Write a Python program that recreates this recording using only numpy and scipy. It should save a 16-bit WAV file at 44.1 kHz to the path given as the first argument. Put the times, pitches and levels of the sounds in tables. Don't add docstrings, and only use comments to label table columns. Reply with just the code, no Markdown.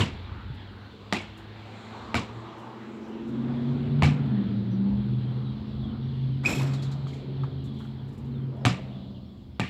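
import sys
import numpy as np
from scipy import signal
from scipy.io import wavfile
from scipy.ndimage import uniform_filter1d

SR = 44100
rng = np.random.default_rng(int(sys.argv[2]) if len(sys.argv) > 2 else 0)


def ratio(d):
    e = np.asarray(d, float) / 20
    return 10 ** e


def dump_mix(stems):
    frames = np.atleast_2d(stems).T
    limited = np.clip(frames, -1, 1)
    pcm = np.round(limited * 32767).astype(np.int16)
    wavfile.write(sys.argv[1], SR, pcm)


N = 427329
T = np.arange(N) / SR

# (time [s], slap peak [dB], slap width [ms])
LANDINGS = [
    (-.008, -10, .08),
    (1.1260, -6.5, .08),
    (2.1443, -9.5, .085),
    (4.0232, -10, .09),
    (8.6520, -4, .08),
    (9.5972, -10.5, .13),
]


def unit(x):
    return x / np.sqrt(np.mean(x ** 2))


def logread(table, hz):
    points = np.array(table)
    return np.interp(np.log(hz), np.log(points[:, 0]), points[:, 1])


def band(x, lo_hz, hi_hz):
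    edges_hz = [lo_hz, min(hi_hz, SR * .49)]
    return signal.sosfilt(signal.butter(2, edges_hz, "bandpass", fs=SR, output="sos"), x)


def hiss(lo_hz, hi_hz, size=N):
    return unit(band(rng.standard_normal(size), lo_hz, hi_hz))


def walk(rate, size=N):
    levels = rng.standard_normal(int(size * rate / SR) + 2)
    knots = uniform_filter1d(np.repeat(levels, 4), 4)
    return 1.25 * np.interp(np.arange(size) * rate * 4 / SR, np.arange(len(knots)), knots)


def curves(table):
    s, *columns = np.transpose(table)
    return [np.interp(T, s, c, left=c[0] - 60, right=c[-1] - 60) for c in columns]


def swells(table):
    return sum(db * np.exp(-((T - s) / half) ** 2) for s, db, half in table)


def add(out, s, x):
    i = int(s * SR)
    x = x[max(-i, 0):len(out) - i]
    out[max(i, 0):max(i, 0) + len(x)] += x


def fade(t, t60, rise_ms):
    return (1 - np.exp(-t * 1000 / max(rise_ms, .1))) * np.exp(-np.log(1000) * t / t60)


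def blows(table):
    power = 0
    for s, db, t60, rise_ms in table:
        power = power + (ratio(db) * fade(np.maximum(T - s, 0), t60, rise_ms)) ** 2
    return np.sqrt(power)


def rings(modes, t, rise_ms, scale=1, detune=.015):
    out = 0
    for f, db, t60 in modes:
        hz = f * scale * (1 + detune * rng.standard_normal())
        out = out + ratio(db) * fade(t, t60, rise_ms) * np.sin(2 * np.pi * hz * t)
    return out


def glints(table):
    out, t = np.zeros(N), T[:SR // 25] - .015
    for s, db, hz, length_ms in table:
        bell = np.exp(-(t * 1000 / length_ms / np.where(t < 0, 1, 1.4)) ** 2)
        add(out, s - .015, ratio(db) * bell * np.sin(2 * np.pi * hz * t))
    return out


def ball_contact(t, slap_db, slap_ms, skin_db, thump, squash):
    # (frequency [Hz], level [dB], t60 [s])
    skin_modes = [(684, -5.5, 0.065), (950, 0.5, 0.03), (1250, 2, 0.0186), (2060, 17, 0.0033),
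                  (2320, -14.5, 0.1), (4280, -9, 0.012)]
    # (multiple of thump pitch [1], level [dB], t60 [s])
    thump_modes = [(.68, -13, .12), (1, 9.5, 0.14), (1.5, -5.5, 0.35), (2, 3, 0.061), (2.7, -26, 0.051)]
    thump_db, thump_hz = thump
    squash_db, squash_hz = squash
    slap = -np.exp(-((t - .0005) * 1000 / slap_ms) ** 2)
    hit = ratio(slap_db) * (slap + 0.29 * hiss(1300, 4600, size=len(t)) * fade(t, 0.011, 0.84))
    hit += ratio(skin_db) * rings(skin_modes, t, 0.7)
    mirror = band(hit, 1870, 12000)[:SR // 8]
    mirror /= np.abs(mirror).max()
    hit += ratio(squash_db) * rings([(squash_hz, 0, 0.031)], t, 0.93)
    hit += ratio(thump_db) * rings(thump_modes, t, 20, scale=thump_hz)
    hit += ratio(thump_db - 4) * hiss(84, 116, size=len(t)) * fade(t, 0.23, 18)
    return hit, mirror


def yard_tail(t, tilt_db):
    # (frequency [Hz], level [dB per Hz])
    yard_colour = [(59, -31), (100, -1), (143, -9), (197, 0.5), (340, -14), (502, -15), (648, -23.5),
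                   (784, -19.5), (1170, -22.5), (1580, -26), (2420, -19), (3120, -22.5), (4290, -27),
                   (16000, -57)]
    # (frequency [Hz], t60 [s])
    yard_decay = [(200, 0.24), (1000, 0.35), (2500, 0.27), (6000, 0.26), (14000, 0.11)]
    tail = 0
    for hz in 150 * 2 ** np.arange(0, 7, .5):
        db = logread(yard_colour, hz) + 10 * np.log10(hz) + tilt_db * np.log2(hz / 1000)
        db = db + 2.5 * walk(160, size=len(t))
        noise = hiss(hz / 2 ** .25, hz * 2 ** .25, size=len(t))
        tail = tail + ratio(db) * noise * fade(t, logread(yard_decay, hz), 8)
    return tail / np.sqrt(np.mean(tail[:SR // 20] ** 2))


def add_flutter(hit, mirror, first_ms, trip_ms, echo_db, loss_db):
    size = SR // 8
    for trip in range(5):
        hz = 2270 + 800 / (1 + trip) ** 2
        planks = hiss(hz * .85, hz * 1.18, size=size) + .4 / (1 + trip) * hiss(4000, 10000, size=size)
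        rattle = planks * fade(T[:size], 0.0097 * (1 + 0.32 * trip), 0.97)
        echo = rattle + ratio(3 - 4.3 * trip) * mirror
        add(hit, (first_ms + trip_ms * trip) / 1000, ratio(echo_db - loss_db * trip) * echo)


def bounces():
    # (yard tail [dB], skin ring [dB], thump [dB], thump pitch [Hz], door hum [dB])
    bodies = [(-27, -24, -18, 97.3, -45), (-30.5, -23, -46, 240, -42.5), (-29.5, -19.5, -23.5, 84, -60),
              (-27, -17.5, -12.5, 88, -46.5), (-27.5, -24, -14.5, 120, -44.5), (-33, -32, -27.5, 125, -40)]
    # (first echo [ms], round trip [ms], level [dB], loss per trip [dB])
    flutters = [(5, 13, -28, 10), (7.8, 29, -20.5, 17), (8.4, 15, -19.5, 18), (9.8, 20, -21, 9),
                (5.8, 8.1, -15, 15), (5.3, 15, -26, 9)]
    # (pumped air [dB], its pitch [Hz], yard tilt [dB per octave])
    squashes = [(-9, 100, 0), (-14.5, 184, 0), (-15.5, 223, 0), (-11, 204, -0.5), (-17, 170, 0.5),
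                (-13, 175, -0.5)]
    out, t = np.zeros(N), T[:SR // 2]
    for landing, body, flutter, squash in zip(LANDINGS, bodies, flutters, squashes):
        s, slap_db, slap_ms = landing
        body_db, skin_db, thump_db, thump_hz, door_db = body
        squash_db, squash_hz, tilt_db = squash
        hit, mirror = ball_contact(t, slap_db, slap_ms, skin_db, (thump_db, thump_hz), (squash_db, squash_hz))
        add(hit, min(flutter[0], 10) / 1000 - .002, ratio(body_db) * yard_tail(t, tilt_db))
        add(hit, .03, ratio(door_db) * hiss(1750, 3150, size=len(t)) * fade(t, 0.68, 2.3))
        add_flutter(hit, mirror, *flutter)
        add(out, s - .0005, hit)
    return out


def cavity():
    # (frequency [Hz], level [dB], t60 [s])
    air_modes = [(724, -2.5, .24), (1180, -6, 0.26), (1770, -9, .2), (2300, -4.5, .25), (2730, -11, 0.11)]
    air_db = [-34.5, -38, -39, -30, -29, -35.5]
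    out, t = np.zeros(N), T[:SR // 3]
    for (s, *_), db in zip(LANDINGS, air_db):
        for mode in air_modes:
            flutter = ratio(5.4 * walk(80, size=len(t)))
            add(out, s, ratio(db) * flutter * rings([mode], t, 5.3, detune=.004))
    return out


def panel_echoes():
    # (time [s], level [dB], frequency [Hz], length [ms])
    panels = [(.004, -41, 7300, 0.69), (.005, -28.5, 1020, 1.9), (.008, -21, 3450, 0.84),
              (.0117, -22, 2960, 1.2), (.0207, -25, 2800, 1.5), (.0232, -26.5, 1010, 2.3),
              (.0272, -25, 3080, 1.5), (.0352, -29, 2800, 2), (.0397, -37, 1020, 2.5),
              (1.1268, -16, 2000, 1.24), (1.1345, -38, 5830, 1.5), (1.1332, -23, 750, 1.6),
              (1.1395, -35, 1230, 1.7), (1.1475, -23, 2060, 1.4), (1.1539, -37, 2110, 2),
              (1.1544, -31, 780, 2.1), (1.1575, -33, 2600, 2), (1.1685, -27.5, 2410, 3),
              (1.177, -35, 2450, 2), (1.1869, -34, 2300, 2.5), (1.2073, -34, 2260, 2.5),
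              (2.1557, -28, 2430, 1.7), (2.1565, -23, 1440, 2), (2.1664, -31, 715, 1.9),
              (2.1674, -30, 2460, 2), (2.1807, -27.5, 1120, 2.9), (2.1896, -32, 1040, 1.8),
              (2.2086, -36, 1180, 2.3), (4.034, -22, 2270, 1.6), (4.037, -25, 800, 2.5),
              (4.049, -32, 1980, 2.5), (4.0545, -40, 4250, 1.5), (4.0255, -18.5, 1050, 2),
              (8.656, -31, 725, 2.3), (8.67, -25.5, 280, 9), (8.6655, -16, 1190, 0.97),
              (8.6715, -26, 3300, 1), (8.6727, -23, 765, 2), (8.678, -34, 2700, 1.5),
              (8.6862, -38, 2300, 2), (8.7105, -46, 2300, 2), (9.604, -26, 190, 4.4),
              (9.603, -26, 2760, 1.4), (9.6115, -29, 855, 2.3), (9.6162, -27, 2480, 1.8),
              (9.617, -30, 1840, 2.8), (9.6314, -34, 2450, 1.5), (9.6327, -34, 1810, 2.5),
              (9.633, -25, 190, 3), (9.6035, -31, 4530, .7), (9.6539, -42, 2410, 2)]
    return glints(panels)


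def hoop():
    # (time [s], level [dB], t60 [s], rise [ms])
    rim_blows = [
        (6.449, -34, 0.11, 4.3),
        (6.457, -23.5, 0.086, 4.4),
        (6.472, -33, 0.62, 4),
        (6.525, -40, 0.2, 2.7),
    ]
    net_blows = [
        (6.445, -28, 0.65, 22),
        (6.543, -33.5, 0.44, 4),
        (6.6, -36, 0.29, 8),
    ]
    board_blows = [
        (6.434, -35, 0.42, 9.7),
        (6.475, -32, 0.42, 7.4),
        (6.543, -46.5, 0.46, 3.1),
        (6.59, -40, 1, 12),
    ]
    # (frequency [Hz], width [Hz], level [dB])
    rim_modes = [(1360, 350, -19), (2340, 220, -4), (2495, 120, 2), (3500, 890, -12), (5100, 550, -10),
                 (7300, 600, -8.5)]
    # (time [s], level [dB], t60 [s], rise [ms])
    shakes = [
        (6.433, -38, 0.36, 6.3),
        (6.7233, -52, 0.25, 5.2),
        (6.734, -26, 0.12, 2.5),
        (6.821, -27.5, 0.17, 4.6),
        (6.912, -28.5, 0.12, 6),
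        (7.0684, -39, 0.4, 5.4),
        (7.1305, -40.5, 0.37, 2.6),
    ]
    # (time [s], level [dB], frequency [Hz], t60 [s])
    tocks = [
        (7.069, -43, 1150, 0.07),
        (7.434, -37.5, 1350, 0.12),
        (7.8, -45, 1350, 0.2),
        (7.85, -46, 1200, 0.086),
        (8.246, -44, 900, 0.056),
    ]
    net = blows(net_blows)
    clicks = rng.standard_normal(N) * ratio(2.2 * walk(350))
    rim = unit(sum(ratio(db) * unit(band(clicks, hz - w / 2, hz + w / 2)) for hz, w, db in rim_modes))
    net_top = 0.5 * band(clicks, 9000, 12500) * (net / ratio(-28.0)) ** 0.36
    out = blows(rim_blows) * rim
    out += net * ratio(-8.5) * unit(band(clicks, 2500, 5600) + net_top)
    out += blows(board_blows) * hiss(200, 1900)
    stand = unit(hiss(154, 364) + 0.34 * hiss(430, 730) + 0.42 * hiss(50, 110))
    out += blows([(6.44, -24.5, 1, 59.7)]) * stand
    t = T[:SR // 3]
    size = len(t)
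    add(out, 6.458, ratio(-18) * rings([(2500, 9, 0.055), (2375, -14, 0.2)], t, 2.5, detune=0))
    for s, db, t60, rise_ms in shakes:
        chain = .5 * hiss(1000, 3600, size=size) + hiss(3600, 4760, size=size)
        chain += .5 * hiss(5000, 7500, size=size) + 0.15 * hiss(8200, 13000, size=size)
        add(out, s, ratio(db - 17.5) * fade(t, t60, rise_ms) * chain)
    for s, db, hz, t60 in tocks:
        tock = hiss(hz * 0.63, hz * 1.09, size=size) + 0.14 * hiss(1500, 4000, size=size)
        add(out, s, ratio(db - 3.5) * fade(t, t60, 0.86) * tock)
    return out


def hoop_knocks():
    # (time [s], level [dB], frequency [Hz], length [ms])
    steel_knocks = [(6.453, -22, 2340, 2.4), (6.459, -33, 4840, 2), (6.471, -39, 5000, 2.3),
                    (6.476, -30, 2520, 2.3), (6.446, -39, 1190, 2), (6.488, -35, 2500, 2),
                    (6.499, -36, 2490, 3), (6.51, -32, 2430, 3), (6.521, -31, 2300, 3),
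                    (6.5323, -27.5, 2560, 2.4), (6.538, -28, 2540, 1.7), (6.552, -39, 2450, 2),
                    (6.573, -36, 2550, 3), (6.582, -39, 3300, 2.7), (6.5954, -35, 2480, 2),
                    (6.5964, -37, 920, 2.8), (6.6016, -38, 2220, 2), (6.6121, -32, 1010, 2.2),
                    (6.6213, -38, 2610, 2), (7.0695, -38, 1250, 1), (7.133, -48, 2130, 2.8),
                    (7.4365, -35.5, 1270, 1.7), (7.441, -38, 950, 1.8)]
    return glints(steel_knocks)


def car():
    # (time [s], loudness as it nears and leaves [dB], exhaust turned to the yard [dB])
    drive = [(0, -50.5, -6), (.6, -50.5, 1.5), (1.4, -58, 10), (2.4, -42.5, -3.5), (2.8, -45.5, -7),
             (3.13, -40, -15.5), (3.45, -33.5, -5), (3.75, -30.5, -0.5), (4.1, -30.5, 8), (4.43, -28.5, -4),
             (5, -33.5, 5), (5.5, -38, 9), (6.2, -39, 11.5), (6.9, -40, 10.5), (7.5, -41, 9),
             (8.4, -44, 8.5), (8.98, -37, -1.5), (9.7, -54, 2)]
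    # (time [s], firing rate [Hz])
    revs = [(0, 94.3), (.6, 97.4), (1.5, 105.2), (2.24, 112.8), (3.02, 124.5), (3.64, 136.4), (4.16, 146.8),
            (4.4, 121.5), (4.56, 114), (4.95, 124.5), (5.75, 131), (6.42, 132.7), (6.72, 136.8),
            (8.07, 133.7), (8.7, 133), (9.7, 121)]
    # (eighths of a firing above a firing multiple [1], level [dB])
    lumps = [(0, -1), (1, 2), (2, -8.5), (3, -9), (4, -3), (5, 0.5), (6, 1), (7, -1)]
    # (frequency [Hz], width [Hz], level [dB])
    street = [(82, 20, 5), (170, 40, -8), (201, 16, 4), (272, 20, 4), (305, 30, -6), (460, 40, 4)]
    # (time [s], boom [Hz], drone [Hz], sharpness left by scattering [0-1])
    resonances = [(0, 195, 335, .8), (.6, 196, 330, .8), (1.6, 212, 330, 1), (2.3, 227, 333, 1),
                  (2.6, 222, 330, 1), (3.2, 227, 337, 1), (3.55, 238, 358, 1), (3.93, 234, 376, 1),
                  (4.08, 200, 360, .7), (4.25, 211, 345, 1), (4.42, 197, 335, 1), (4.75, 196, 333, 1),
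                  (5.25, 207, 336, 1), (5.65, 213, 350, 1), (6.3, 230, 368, .8), (6.7, 222, 320, .45),
                  (7.3, 205, 372, .45), (7.9, 220, 335, .6), (8.4, 235, 340, .45), (8.8, 198, 350, 1),
                  (9.2, 190, 340, .9), (9.7, 186, 335, .4)]
    # (time [s], level [dB], half length
    # [s])
    fades = [(.35, -10, 0.063), (4.42, -7, 0.041), (4.86, -7, 0.14), (5.64, -13, 0.14), (5.91, -14, 0.1),
             (6.52, -20, 0.048), (6.64, 2, .05), (7.21, -8.5, 0.066), (7.83, -8.5, 0.13),
             (8.15, -7.5, 0.088), (8.45, 4, 0.078), (8.8, -6, 0.042), (9.3, -6, 0.31)]
    # (time [s], level [dB], half length [s])
    drones = [(1.4, 7, 0.075), (3, 5, 0.51), (3.8, 4.5, .2), (4.9, 0, 0.39), (5.22, 3, 0.16),
              (7.1, 2.5, 0.45), (8.45, 6.5, 0.26), (9.35, -9, 0.54)]
    # (time [s], level [dB], half length [s])
    rumbles = [
        (.25, 7.5, 0.42),
        (.95, -10, 0.26),
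        (1.72, -13, 0.29),
        (2.75, -22, 0.43),
        (3.5, -1.5, .3),
        (3.82, 8.5, 0.071),
        (4.95, 12.5, 0.12),
        (5.8, 10, 0.32),
    ]
    # (time [s], level [dB], half length [s])
    shades = [
        (2.45, -21, 0.14),
        (3.35, 5, 0.12),
        (3.92, -4, 0.076),
        (4.36, 3.5, 0.068),
        (4.82, 3.5, 0.13),
        (5.5, -0.5, 0.18),
        (5.9, 5, 0.079),
        (6.2, -3, 0.1),
        (7.6, -3.5, 0.07),
        (8.35, 2, 0.23),
    ]
    step = 16
    t = T[::step]
    loud_db, facing_db = (c[::step] for c in curves(drive))
    line_db = loud_db + facing_db + swells(fades)[::step]
    drone_db = -49 + 0.33 * (loud_db + 39) - 0.19 * facing_db + swells(drones)[::step]
    rumble_db = -45.5 + swells(rumbles)[::step]
    boom_db = loud_db + swells(shades)[::step]

    def drift(rate):
        return walk(rate * step, size=len(t))

    hz = np.interp(t, *np.transpose(revs))
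    cycle = 2 * np.pi * np.cumsum(hz) * step / (8 * SR)
    boom_hz, drone_hz, sharp = (c[::step] for c in curves(resonances))
    far = np.clip((t - 7.3) / 0.91, 0, 1)
    out = 0
    for k in range(3, 30):
        f = k * hz / 8
        low, high = np.clip((f - 95) / 80, 0, 1), np.clip((f - 285) / 30, 0, 1)
        db = rumble_db * (1 - low) + boom_db * (low - high) + drone_db * high
        db = db - 4.5 * far * np.clip((f - 235) / 40, 0, 1) * (1 - high)
        db = db + lumps[k % 8][1] - 17.0 - 12 * np.clip((f - 380) / 100, 0, 1)
        db = db + sum(g / (1 + ((f - c) / w * 2) ** 2) for c, w, g in street)
        db = db + 7 * (1 - sharp) + 17 * sharp / (1 + ((f - boom_hz) / 11) ** 2)
        db = db + 15 * sharp / (1 + ((f - drone_hz) / 10) ** 2)
        if k == 8:
            db = line_db + 2.2 * drift(15)
        else:
            db = db + (2.16 + 3.46 * (1 - sharp)) * drift(5)
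        phase = rng.uniform(0, 2 * np.pi) + (0.2 + .5 * far) * drift(11)
        out = out + ratio(db) * 2 ** .5 * np.sin(k * cycle + phase)
    for db, lo_hz, hi_hz in ((rumble_db - 2.0, 50, 100), (line_db - 9.0, 100, 160),
                             (boom_db - 12.0, 178, 310), (drone_db - 7.0, 295, 480)):
        out = out + ratio(db) * hiss(lo_hz, hi_hz)[::step]
    return signal.resample_poly(out, step, 1)[:N]


def shoes():
    # (time [s], level [dB], t60 [s], rise [ms])
    scuffs = [(0.2244, -63, 0.15, 4), (0.54, -48, 0.074, 8.6), (1.3704, -50, 0.2, 4.4),
              (2.578, -54, 0.22, 4), (3.0782, -54.5, 0.092, 3.5), (3.279, -55.5, 0.18, 4.9),
              (4.253, -60, 0.1, 4), (7.639, -51.5, 0.19, 2.1), (7.6532, -52.5, 0.093, 3.3),
              (7.736, -57, 0.19, 5.1), (7.784, -54.5, 0.35, 4.5), (7.8388, -56, 0.22, 4),
              (8.077, -58, 0.23, 5.1), (8.124, -56.5, 0.26, 4), (8.1762, -52, 0.15, 3.7),
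              (8.247, -60, 0.17, 4), (8.5597, -62, 0.15, 4)]
    # (time [s], level [dB], t60 [s], rise [ms])
    skid = (8.5, -39.5, 2, 129)
    # (time [s], level [dB], frequency [Hz], t60 [s])
    heels = [
        (0.326, -20.5, 99, 0.033),
        (0.511, -22, 125, 0.062),
    ]
    out, t = np.zeros(N), T[:SR // 3]
    for s, db, t60, rise_ms in scuffs:
        grit = hiss(3500, 8500, size=len(t)) + .55 * hiss(8500, 15500, size=len(t))
        rough_db = db - 12.5 + 1.7 * walk(200, size=len(t))
        add(out, s, ratio(rough_db) * fade(t, t60, rise_ms) * grit)
    out += blows([skid]) * hiss(400, 730)
    for s, db, hz, t60 in heels:
        add(out, s - .01, ratio(db + 7.0) * fade(t, t60, 7.3) * np.sin(2 * np.pi * hz * t))
    return out


def town():
    # (frequency [Hz], level [dB per Hz])
    town_colour = [(18, -47), (30, -38.5), (95, -5.5), (121, -9), (157, -28.5), (215, 0), (280, -24),
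                   (394, -5), (554, -13), (913, -11), (1760, -21), (3060, -24), (4080, -30.5),
                   (6380, -48.5), (16000, -61)]
    # (time [s], level [dB])
    traffic = [(0, -48), (.7, -53), (1.3, -52), (1.94, -44.5), (2.3, -47), (2.9, -49), (3.18, -49.5),
               (3.6, -47.5), (4.2, -47), (5.3, -54), (7.7, -55.5), (8.9, -59), (9.7, -62.5)]
    # (time [s], level [dB], half length [s])
    passes = [
        (1.0, 7.5, 0.63),
        (1.94, 16.5, .45),
        (2.75, 12.5, 0.51),
        (3.45, 8.5, 0.4),
        (6.8, 12, 0.25),
        (8.9, 4.5, 0.25),
    ]
    # (time [s], level [dB], half length [s])
    under = [(.4, -6, 0.28), (1.75, -3.5, .3), (5.3, 1, 0.44), (7.3, 6, .4)]
    # (time [s], level [dB], half length [s])
    tread = [(1.0, -1.5, .3), (1.62, -4, .15), (1.95, -0.5, 0.23), (2.6, 3.5, 0.48), (4.4, -4, 0.64)]
    # (time [s], level [dB], half length [s])
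    bright = [(.5, 2.5, 1), (1.4, 0.5, 0.6), (2.7, -0.5, 0.28), (7.1, 3.5, .3), (9.3, -3, 0.27)]
    roar_db = curves(traffic)[0]
    mean_db = roar_db.mean()
    high_db = -84.5 + swells(passes)
    surge = walk(9.9)
    out = np.zeros(N)
    for hz in 35 * 2 ** np.arange(0, 8.9, 1 / 3):
        share = np.clip(np.log2(hz / 4200) / .5, 0, 1) * np.clip(np.log2(11000 / hz) / 0.68, 0, 1)
        swell = (roar_db - mean_db) * (hz < 4200) - 9 * (hz < 110)
        swell = swell + surge * (600 < hz < 2000) + (high_db + 82.0) * share
        if 400 < hz < 3000:
            swell = swell + swells(under if hz < 750 else tread if hz < 1400 else bright)
        db = logread(town_colour, hz) + 10 * np.log10(hz) + swell + 1.9 * walk(9)
        out += ratio(db) * hiss(hz / 2 ** (1 / 6), hz * 2 ** (1 / 6))
    steady = band(out / ratio(roar_db - mean_db), 500, 3600)
    return ratio(mean_db) * out / np.sqrt(np.mean(steady ** 2))


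def chirp(hz, drop):
    t = T[:SR // 16]
    return np.hanning(len(t)) * np.sin(2 * np.pi * np.cumsum(hz * (1 - drop * t)) / SR)


def sparrows(count=500):
    # (time [s], start pitch [Hz], level [dB], fall [share of pitch per s])
    calls = [(4.69, 6260, -68.5, 2.5), (5.17, 4220, -55, 1.5), (5.24, 3330, -55, 1.5),
             (5.43, 4040, -53, 1.36), (5.47, 3370, -55, 1.3), (5.65, 5940, -68.5, 3),
             (5.8, 3650, -46.5, 2.4), (5.87, 3220, -52, 1.6), (6.0, 5700, -71, 1), (6.3, 3180, -56, 1.6),
             (7.816, 4160, -63, 0.39), (8.29, 4560, -60, 3.7), (8.325, 3940, -57, 3.3),
             (8.345, 4200, -61, 0.26), (8.37, 3500, -60, 3), (8.41, 3300, -64, 2), (8.57, 5600, -68, 2),
             (8.91, 4270, -68, 0.18), (8.98, 4270, -67, .2), (9.235, 5750, -70, 2.1),
             (9.51, 5600, -69, 2.7)]
    # (time [s], level [dB], half length [s])
    lulls = [
        (0, 5, 0.23),
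        (2, 4.5, 0.13),
        (2.9, -15, 0.41),
        (6.85, 4, 0.26),
        (8.4, -13, 0.35),
        (9.55, -12, 0.35),
    ]
    flock, near = np.zeros(N), np.zeros(N)
    for when, pitch, drop, size in rng.random((count, 4)):
        note = chirp(3700 + 1800 * pitch ** 2, 2 + 4 * drop)
        add(flock, when * N / SR, ratio(6 * size - 14 * pitch) * note)
    for s, hz, db, drop in calls:
        add(near, s, ratio(db + 3 * walk(300, size=SR // 16)) * chirp(hz, drop))
    t = T[:SR // 3]
    far_smear = rng.standard_normal(len(t)) * fade(t, .3, 3)
    near_smear = far_smear * fade(t, 0.48, 0.96)
    flock = signal.fftconvolve(flock, far_smear / np.sqrt(np.sum(far_smear ** 2)))[:N]
    near = signal.fftconvolve(near, near_smear / np.sqrt(np.sum(near_smear ** 2)))[:N]
    bed = unit(band(hiss(2800, 4600), 2800, 4600))
    return (unit(flock) + bed) * ratio(-54 + swells(lulls) - 8) + near


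def scene():
    ball = bounces() + cavity() + panel_echoes()
    basket = hoop() + hoop_knocks()
    return (ball + basket + car() + shoes() + town() + sparrows())[None]


def roll_off(x):
    return signal.sosfilt(signal.butter(12, 15830, fs=SR, output="sos"), x)


def record(dry):
    # (frequency [Hz], width [Hz], level [dB])
    ports = [(2510, 440, -0.5), (4120, 830, 1.5), (7380, 1500, 4)]
    x = signal.sosfilt(signal.butter(3, 52, "highpass", fs=SR, output="sos"), dry)
    x = x + sum((ratio(db) - 1) * band(x, hz - w / 2, hz + w / 2) for hz, w, db in ports)
    x = signal.lfilter(*signal.butter(1, 15000, fs=SR), x)
    x = x + ratio(-81.5) * hiss(13000, 23000)
    return roll_off(x)


dry = scene()
out = record(dry)
dump_mix(out)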